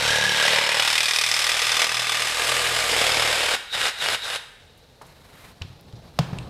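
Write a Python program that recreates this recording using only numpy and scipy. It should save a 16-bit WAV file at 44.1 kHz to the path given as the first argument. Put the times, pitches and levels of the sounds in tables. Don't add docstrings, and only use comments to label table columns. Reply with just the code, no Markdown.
import sys
import numpy as np
from scipy import signal
from scipy.io import wavfile
from scipy.ndimage import uniform_filter1d

SR = 44100
rng = np.random.default_rng(int(sys.argv[2]) if len(sys.argv) > 2 else 0)


def unload_audio(sound):
    columns = np.transpose(np.atleast_2d(sound))
    steps = np.round(np.clip(columns, -1, 1) * 32767)
    wavfile.write(sys.argv[1], SR, steps.astype(np.int16))


def ratio_of_db(decibels):
    return 10 ** (np.asarray(decibels, float) / 20)


N = 286209

# f/Hz, spectral density/dB
HUM_SPECTRUM = [(15, -28), (25, -5), (93, -4.5), (322, -19), (456, -8), (847, -18), (918, -12), (1020, -51),
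                (3920, -46), (6720, -37), (15500, -43)]
HUM_DB = -57.5
# f/Hz, width/Hz, lift/dB
PORT = (4000, 700, 6)
# f/Hz, t60/s
GARAGE_T60 = [(100, 0.59), (600, 0.42), (1800, 0.84), (4500, 0.52), (12000, 0.56)]

# t/s, sleeve level/dB, weight shifting on the box level/dB
HANDLING = [(4.6, -75, -59), (4.81, -73, -60), (4.98, -71, -60), (5.062, -64.5, -54), (5.21, -66, -57),
            (5.452, -57.5, -53.5), (5.56, -68, -54), (5.836, -72, -53), (5.98, -71, -48), (6.14, -68, -52),
            (6.232, -66, -45), (6.368, -64, -37.5), (6.49, -69, -42)]
SLEEVE_LOW_DB, BOX_SCRAPE_DB = 8, -6
BRUSH_DB, BRUSH_FOLLOW = -62.5, 0.29
# t/s, peak level/dB, f/Hz, length/s
THUMPS = [
    (4.767, -52, 128, 0.032),
    (5.614, -25.5, 94, 0.03),
    (5.648, -29.5, 112, 0.01),
    (5.701, -37, 110, .02),
    (5.934, -30, 110, 0.04),
    (6.193, -10.5, 149, 0.0207),
    (6.328, -19, 144, 0.014),
    (6.389, -26, 140, 0.018),
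]
# t/s, peak level/dB, centre f/Hz, width/Hz, t60/s
TICKS = [(4.775, -52, 10000, 6000, .07), (5.013, -30.5, 880, 714, 0.087), (5.018, -40, 5000, 9000, .04),
         (5.614, -31, 900, 1300, 0.079), (5.619, -19, 3500, 2370, 0.019), (5.81, -40, 12000, 6000, .01),
         (5.926, -36, 3000, 4000, .01), (5.955, -49, 4300, 2500, 0.17), (5.065, -49, 9000, 7000, .08),
         (6.188, -8.5, 900, 500, 0.022), (6.188, -13.5, 630, 403, 0.058), (6.189, -10, 3000, 3600, 0.025),
         (6.189, -29, 13000, 5000, .02), (6.209, -36, 2500, 2500, 0.27), (6.33, -26, 1200, 1770, 0.043),
         (6.386, -23.5, 3060, 1500, 0.021), (6.386, -27.5, 8200, 1500, 0.011)]

# full speed t/s, release t/s, level re the last feed/dB, spin-up/(dB per s)
PULLS = [
    (-1.0, 3.552, 0.0, 600),
    (3.743, 3.893, -0.4, 700),
    (4.025, 4.15, -.4, 290),
    (4.248, 4.365, -5.5, 520),
]
PRESS_DB_PER_S, BRAKE_DB_PER_S, IDLE_DB = 23.5, 800, -35
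RUNDOWN_DB, RUNDOWN_DB_PER_S = -24, 38
WHINE_HZ = [3780, 10000]
JOLT_S, JOLT_DB, BRAKING_DB = .024, -20.5, -27
COAST_DB, COAST_DB_PER_S = -47, 27
FAN_DB, FAN_RISE_DB_PER_S = -48, 34

# t/s, strokes done so far
STROKES = [(0, 0), (.3, 11.15), (.6, 22.42), (.9, 33.81), (1.2, 45.39), (1.5, 57.17), (1.8, 69.15),
           (2.1, 81.1), (2.3, 89), (2.7, 105.3), (3, 117.28), (3.15, 123.12), (3.45, 134.58), (4.6, 178)]
# t/s, level/dB
GRIP = [(0.0, -44.5), (.22, -41.5), (.67, -50), (1.15, -54.5), (1.65, -55), (1.88, -50), (2.22, -49),
        (2.34, -57), (2.56, -47), (2.84, -49.5), (2.95, -44), (3.07, -48), (3.18, -43), (3.44, -55),
        (3.83, -53)]
ORDERS_DB = [-0.2, -11.5, -10.5, -14, -10, -15, -15, -14, -11.5, -9, -10]
SKATE_S = [0.72, 1]
SKATE_DB = 7
# t/s, level/dB
FLAP = [(0.0, -57), (.09, -44), (.22, -57), (.85, -74), (1.2, -70), (1.55, -57), (1.85, -62), (2.17, -72),
        (2.32, -56), (2.84, -53.5), (2.95, -48), (3.18, -52), (3.5, -56), (3.8, -64)]
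FLAP_SECOND_DB = 1

# t/s, feed level/dB, bite (0-1, share of sound in the slap)
CUT = [(0.0, -23, 0.2), (.09, -18, 0.35), (.29, -20.5, 0.39), (.54, -20.5, 0.27), (.93, -23, 0.44),
       (1.21, -23.5, .44), (1.58, -25.5, 0.33), (1.83, -19.5, .34), (1.89, -25, .4), (2.33, -27.5, .25),
       (2.49, -22.5, 0.18), (2.88, -26, 0.12), (2.98, -23, 0.22), (3.25, -20.5, .26), (3.33, -24, 0.19),
       (3.55, -25, 0.14)]
# t/s, peak level/dB
SNAGS = [(3.7231, -22), (3.7376, -28), (3.8152, -7), (3.972, -15), (3.9876, -10.5), (4.014, -21),
         (4.0609, -6), (4.0866, -5), (4.131, -23), (4.2416, -24), (4.3013, -9), (4.3598, -6)]
# f/Hz, level/dB
RASP = [(90, -45), (150, -22.5), (313, -14), (490, 1), (1000, -2.5), (2000, 1.5), (3600, 1), (4400, -3),
        (5400, -5), (5800, -10), (8000, -9), (10700, -15.5), (13800, -25), (15500, -34)]
STAGE_S = [.3, .65, 1.15, 1.85, 2.6, 3.2, 3.75]
# f/Hz, width/Hz, level/dB
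STAGE_MODES = [
    [(544, 77, 0), (900, 66, 0)] + [(1930, 22, -3.0), (3100, 110, -3), (3810, 260, -1.5), (5610, 220, -6), (6220, 68, -5)],
    [(540, 41, 0), (936, 55, 0)] + [(1710, 34, -4), (1990, 27, 1.5), (2420, 160, -1.5), (2915, 59, 1.5), (5190, 95, -2)],
    [(2020, 105, 0.5), (2424, 67, 2.5), (3590, 360, 0.5), (4820, 430, -6.5), (5300, 88, -1), (6000, 46, -5)],
    [(1200, 62, -5.5), (2050, 86, -5.5), (2560, 68, -4), (3500, 40, -1), (5100, 170, -4), (6040, 160, -8.5)],
    [(1650, 99, -2), (2240, 350, -4.5), (2890, 90, -1), (4980, 110, -8)],
    [(685, 260, -8), (1180, 54, -8.5), (2280, 190, -6), (3520, 86, -7), (5100, 170, -5.5)],
    [(830, 100, -4.5), (1550, 250, .4), (2880, 69, 2.5), (3690, 82, 1), (4980, 97, -8)],
]
STAGE_HISS_DB = [-12.5, -14.5, -6.5, -10.5, -8, -10.5, -12]
BOOM_DB, BOOM_DB_PER_BITE = -7.5, -23.5
CRACK_S, CRACK_DB, SETTLE_S = 2.9, 7, 0.28
LAST_STRIP_DB = -3
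# t/s, level/dB
WALL = [(.92, -56), (1.11, -38), (1.5, -39), (2.0, -33.5), (2.32, -39), (2.54, -33), (2.7, -39), (2.9, -37)]
WALL_HZ = 1200
# t/s, f/Hz, level/dB
SQUEAL = [(0, 1500, -40), (.05, 1530, -31), (.11, 1640, -28), (.3, 1655, -30), (.44, 1625, -30),
          (.5, 1630, -38), (.7, 1660, -39), (.8, 1650, -50)]
THUD_HZ = [440, 1150]
THUD_S, THUD_SHARE_PER_BITE = .007, 1.7


def evened(x):
    return x / np.sqrt(np.mean(x ** 2) + 1e-20)


def read(points, hz):
    f, value = np.transpose(points)
    return np.interp(np.log(hz + 1), np.log(f + 1), value)


def curves(rows, off_db=None):
    s, *columns = np.transpose(rows)
    return [np.interp(np.arange(N) / SR, s, c, off_db, off_db) for c in columns]


def add(mix, s, sound):
    part = mix[round(s * SR):][:len(sound)]
    part += sound[:len(part)]


def colour(x, gain):
    log = np.log(np.maximum(gain, 1e-5))
    full = signal.hilbert(np.concatenate([log, log[-2:0:-1]]))
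    response = np.fft.ifft(np.exp(np.conj(full))).real
    return signal.oaconvolve(x, response)[:len(x)]


def band(x, lo_hz, hi_hz):
    return evened(signal.sosfilt(signal.butter(N=2, Wn=[lo_hz, hi_hz], btype="band", fs=SR, output="sos"), x))


def wander(per_s):
    return evened(signal.resample(rng.standard_normal(int(N / SR * per_s)), N))


def resonate(x, hz, width):
    turn, r = np.exp(2j * np.pi * np.cumsum(hz) / SR), np.exp(-np.pi * width / SR)
    return evened((turn * signal.lfilter([1 - r], [1, -r], x / turn)).real)


def hum():
    air = colour(rng.standard_normal(N), ratio_of_db(read(HUM_SPECTRUM, np.fft.rfftfreq(4096, 1 / SR))))
    return ratio_of_db(HUM_DB + 1.4 * wander(3)) * evened(air)


def through_port(x):
    hz = np.fft.rfftfreq(4096, 1 / SR)
    port_hz, width, lift_db = PORT
    return colour(x, ratio_of_db(lift_db / (1 + (2 * (hz - port_hz) / width) ** 2)))


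def garage(x):
    taps = np.zeros(SR)
    at = np.arange(300, SR - 20, 20)
    taps[at + rng.integers(0, 20, at.shape)] = rng.choice([-1., 1.], at.shape)
    hz, t, z = signal.stft(taps, SR, nperseg=256)
    decay = ratio_of_db(-60 * t / read(GARAGE_T60, hz)[:, None])
    tail = signal.istft(z * decay, SR, nperseg=256)[1]
    return signal.fftconvolve(x, tail / np.linalg.norm(tail))[:N]


def rustle():
    grit = rng.standard_normal((5, N)) * ratio_of_db(1.1 * wander(70))
    edges_hz = [(45, 180), (240, 900), (300, 2300), (2600, 5600), (6000, 13500)]
    sleeve, box = ratio_of_db(curves(HANDLING, -97))
    scrape, swish = ratio_of_db(BOX_SCRAPE_DB) * box, ratio_of_db(SLEEVE_LOW_DB) * sleeve
    started = np.arange(N) / SR > HANDLING[0][0]
    brush = ratio_of_db(BRUSH_DB) * (np.hypot(scrape, swish) / ratio_of_db(-55.5)) ** BRUSH_FOLLOW * started
    levels = [box, scrape, swish, brush, sleeve]
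    return sum(level * band(g, *hz) for level, g, hz in zip(levels, grit, edges_hz))


def knocks():
    out, t = np.zeros((2, N)), np.arange(4410) / SR
    for s, db, hz, length in THUMPS:
        held = np.clip(t / 0.0022, 0, 1) * np.exp(-np.maximum(t - length, 0) / 0.0013 - t / 0.026)
        add(out[0], s, -ratio_of_db(db) * held * np.sin(2 * np.pi * hz * t))
    out[1] = out[0]
    for s, db, hz, width, t60 in TICKS:
        edges_hz = max(hz - width / 2, 200), min(hz + width / 2, 16000)
        decay = ratio_of_db(db - 60 * t / t60) * np.clip(t / 0.00053, 0, 1)
        crack = .5 * decay * band(rng.standard_normal(len(t)), *edges_hz)
        add(out[0], s, crack)
        click = band(1. * (t == 0), *edges_hz)
        add(out[1], s, np.sqrt(np.mean(crack ** 2)) * click)
    return out


def trigger():
    t = np.arange(N) / SR
    pulls = []
    for on, off, db, spin_up in PULLS:
        rise = np.minimum(spin_up * (t - on), 0)
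        press = (on > 0) * PRESS_DB_PER_S * np.clip(t - on, 0, off - on)
        pulls.append(db + rise + press - BRAKE_DB_PER_S * np.maximum(t - off, 0))
    after = t - PULLS[-1][1]
    floor = np.where(after < 0, IDLE_DB, RUNDOWN_DB - RUNDOWN_DB_PER_S * after)
    return np.maximum(np.max(pulls, axis=0), floor)


def gear():
    t = np.arange(N) / SR
    light = np.clip((t - 3.45) / .1, 0, 1)
    mesh = light * ratio_of_db(COAST_DB - COAST_DB_PER_S * np.maximum(t - PULLS[-1][1], 0))
    for on, off, _, spin_up in PULLS:
        mesh = mesh + ratio_of_db(JOLT_DB) * np.exp(-abs(t - on + 4 / spin_up) / JOLT_S)
        mesh = mesh + ratio_of_db(BRAKING_DB) * np.exp(-abs(t - off + .01) / JOLT_S)
    fan = light * ratio_of_db(FAN_DB + 1.35 * trigger() + FAN_RISE_DB_PER_S * np.minimum(t - PULLS[1][0], .6))
    return sum(level * ratio_of_db(-under_db) * resonate(rng.standard_normal(N), np.full(N, hz), 150)
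               for level, hz, under_db in zip([mesh, fan], WHINE_HZ, [7.5, 14]))


def shake():
    t = np.arange(N) / SR
    (turns,) = curves(STROKES)
    grip_db, flap_db = curves(GRIP)[0] + trigger(), curves(FLAP)[0] + trigger()
    skate_db = np.interp(t, SKATE_S, [SKATE_DB, 0])
    levels_db = [flap_db, flap_db + FLAP_SECOND_DB] + [grip_db + db for db in ORDERS_DB]
    levels_db[3:5] = [db + skate_db for db in levels_db[3:5]]
    unsteady = np.interp(t, [3.4, 3.7], [0, 2.5])
    out = np.zeros(N)
    for order, db in enumerate(levels_db, 1):
        level = np.sqrt(2) * ratio_of_db(db + 2 * wander(9))
        out += level * np.sin(2 * np.pi * order * turns + .4 * wander(7) + unsteady * wander(30))
    return out


def squeal(u):
    hz, db = curves(SQUEAL)[0], curves(SQUEAL, -90)[1]
    burst = np.exp(-((u - .68) / .18) ** 2) * ratio_of_db(2.5 * wander(40))
    phase = 2 * np.pi * np.cumsum(hz * (1 + .012 * wander(60))) / SR
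    return ratio_of_db(db) * evened(burst * np.sin(phase))


def shoe():
    marks = ratio_of_db(1.5 * wander(12)) * (np.diff(np.floor(curves(STROKES)[0] + .15), prepend=0) > 0)
    t = np.arange(1500) / SR
    thud = rng.standard_normal(len(t)) * np.exp(-t / THUD_S)
    return marks, band(signal.oaconvolve(marks, thud)[:N], *THUD_HZ)


def teeth(bite):
    (turns,) = curves(STROKES)
    chance = rng.standard_normal((200, 3))[(turns + .16).astype(int)]
    u = (turns + .16 + .015 * chance[:, 0]) % 1
    contact = np.interp(np.arange(N) / SR, [.35, .6], [.08, .17])
    strength = ratio_of_db(1.4 * chance[:, 1])
    slap = strength * (1 - np.exp(-u / .04)) * np.exp(-u / contact)
    drag = ratio_of_db(1.5 * chance[:, 2]) * np.exp(-((u - .48) / .14) ** 2)
    bite = np.clip(bite, 0, 1)
    chips = evened(rng.standard_normal(N) * ratio_of_db(1.96 * np.minimum(rng.exponential(1, N), 5)))
    same_teeth = rng.standard_normal(1100)[(turns % 1 * 1100).astype(int)]
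    struck = .85 * same_teeth + .52 * chips
    turning = 1 - .9 * bite * np.exp(-((u - .95) / .12) ** 2)
    scrape = (1 - bite) * turning * ratio_of_db(1.2 * wander(160)) * chips
    grind = scrape + bite * (5.0 * slap + 0.5 * drag) * struck
    first = .5 * strength * (np.diff(np.floor(turns + .1), prepend=0) > 0)
    catches = slap * rng.standard_normal(N) * (rng.random(N) < 1500 / SR)
    return grind, bite * (first + catches), u


def saw():
    t = np.arange(N) / SR
    feed_db, bite = curves(CUT)
    feed_db = feed_db + trigger()
    since = t - CRACK_S
    crack_db = CRACK_DB * np.clip(since / .03, 0, 1) * np.exp(-np.maximum(since, 0) / SETTLE_S)
    boom_db = BOOM_DB + BOOM_DB_PER_BITE * bite + crack_db + LAST_STRIP_DB * (t > PULLS[0][1])
    hiss_db = np.interp(t, STAGE_S, STAGE_HISS_DB)

    drive, kicks, u = teeth(bite)
    for s, db in SNAGS:
        add(drive, s, 5.23 * ratio_of_db(db + 6) * rng.standard_normal(88) * np.exp(-np.arange(88) / 35))

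    hz = np.fft.rfftfreq(4096, 1 / SR)
    depth = np.interp(t, STAGE_S, np.arange(len(STAGE_MODES)))
    pipe = np.zeros(N)
    for k, modes in enumerate(STAGE_MODES):
        rings = sum(ratio_of_db(2 * db) / (1 + (hz - f) ** 2 / width ** 2) ** 2 for f, width, db in modes)
        body = np.sqrt(ratio_of_db(2 * read(RASP, hz)) + ratio_of_db(4) * rings)
        bursts = sum(ratio_of_db(db) / (1 + (hz - f) ** 2 / (width / 2 + 70) ** 2) for f, width, db in modes)
        voiced = evened(colour(drive, body)) + .42 * evened(colour(kicks, bursts + 1e-3))
        near = np.clip(1 - abs(depth - k), 0, 1)
        pipe += np.sin(np.pi / 2 * near ** 2 * (3 - 2 * near)) * evened(voiced)

    boom = signal.filtfilt(*signal.butter(N=2, Wn=850, fs=SR), pipe)
    hiss = signal.filtfilt(*signal.butter(N=2, Wn=6200, btype="high", fs=SR), pipe)
    marks, thuds = shoe()
    share = np.clip(THUD_SHARE_PER_BITE * bite, 0, .9)
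    low = np.sqrt(1 - share ** 2) * evened(boom) + share * thuds
    cut = ratio_of_db(feed_db) * (pipe - boom - hiss + ratio_of_db(boom_db) * low + ratio_of_db(hiss_db) * evened(hiss))

    wall = resonate(drive + 8 * kicks + 170 * marks, np.full(N, WALL_HZ), 40)
    wall = wall / np.sqrt(uniform_filter1d(wall ** 2, 2200) + .1)
    return cut + ratio_of_db(curves(WALL, -90)[0]) * wall + squeal(u)


def scene():
    tool = saw() + gear()
    blows, far_blows = knocks()
    echo = garage(ratio_of_db(-10) * tool + ratio_of_db(-10.0) * far_blows)
    return (tool + blows + echo + shake() + through_port(rustle() + hum()))[None]


def band_limit(x):
    return signal.sosfilt(signal.butter(12, 15610, fs=SR, output="sos"), x)


def record(dry):
    over = np.maximum(abs(dry) - .28, 0)
    held = np.sign(dry) * (abs(dry) - over + .14 * np.tanh(over / .14))
    treble_db = 10 * np.log10(abs(uniform_filter1d(np.diff(held, prepend=0) ** 2, 256)) + 1e-12)
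    starved = (uniform_filter1d(treble_db, 16384) > -50) & (wander(25) < 1.6)
    starved = uniform_filter1d(1. * starved, 512)
    dulled = signal.sosfiltfilt(signal.cheby2(N=16, rs=40, Wn=14600, fs=SR, output="sos"), held)
    return band_limit(starved * dulled + (1 - starved) * held)


dry = scene()
out = record(dry)
unload_audio(out)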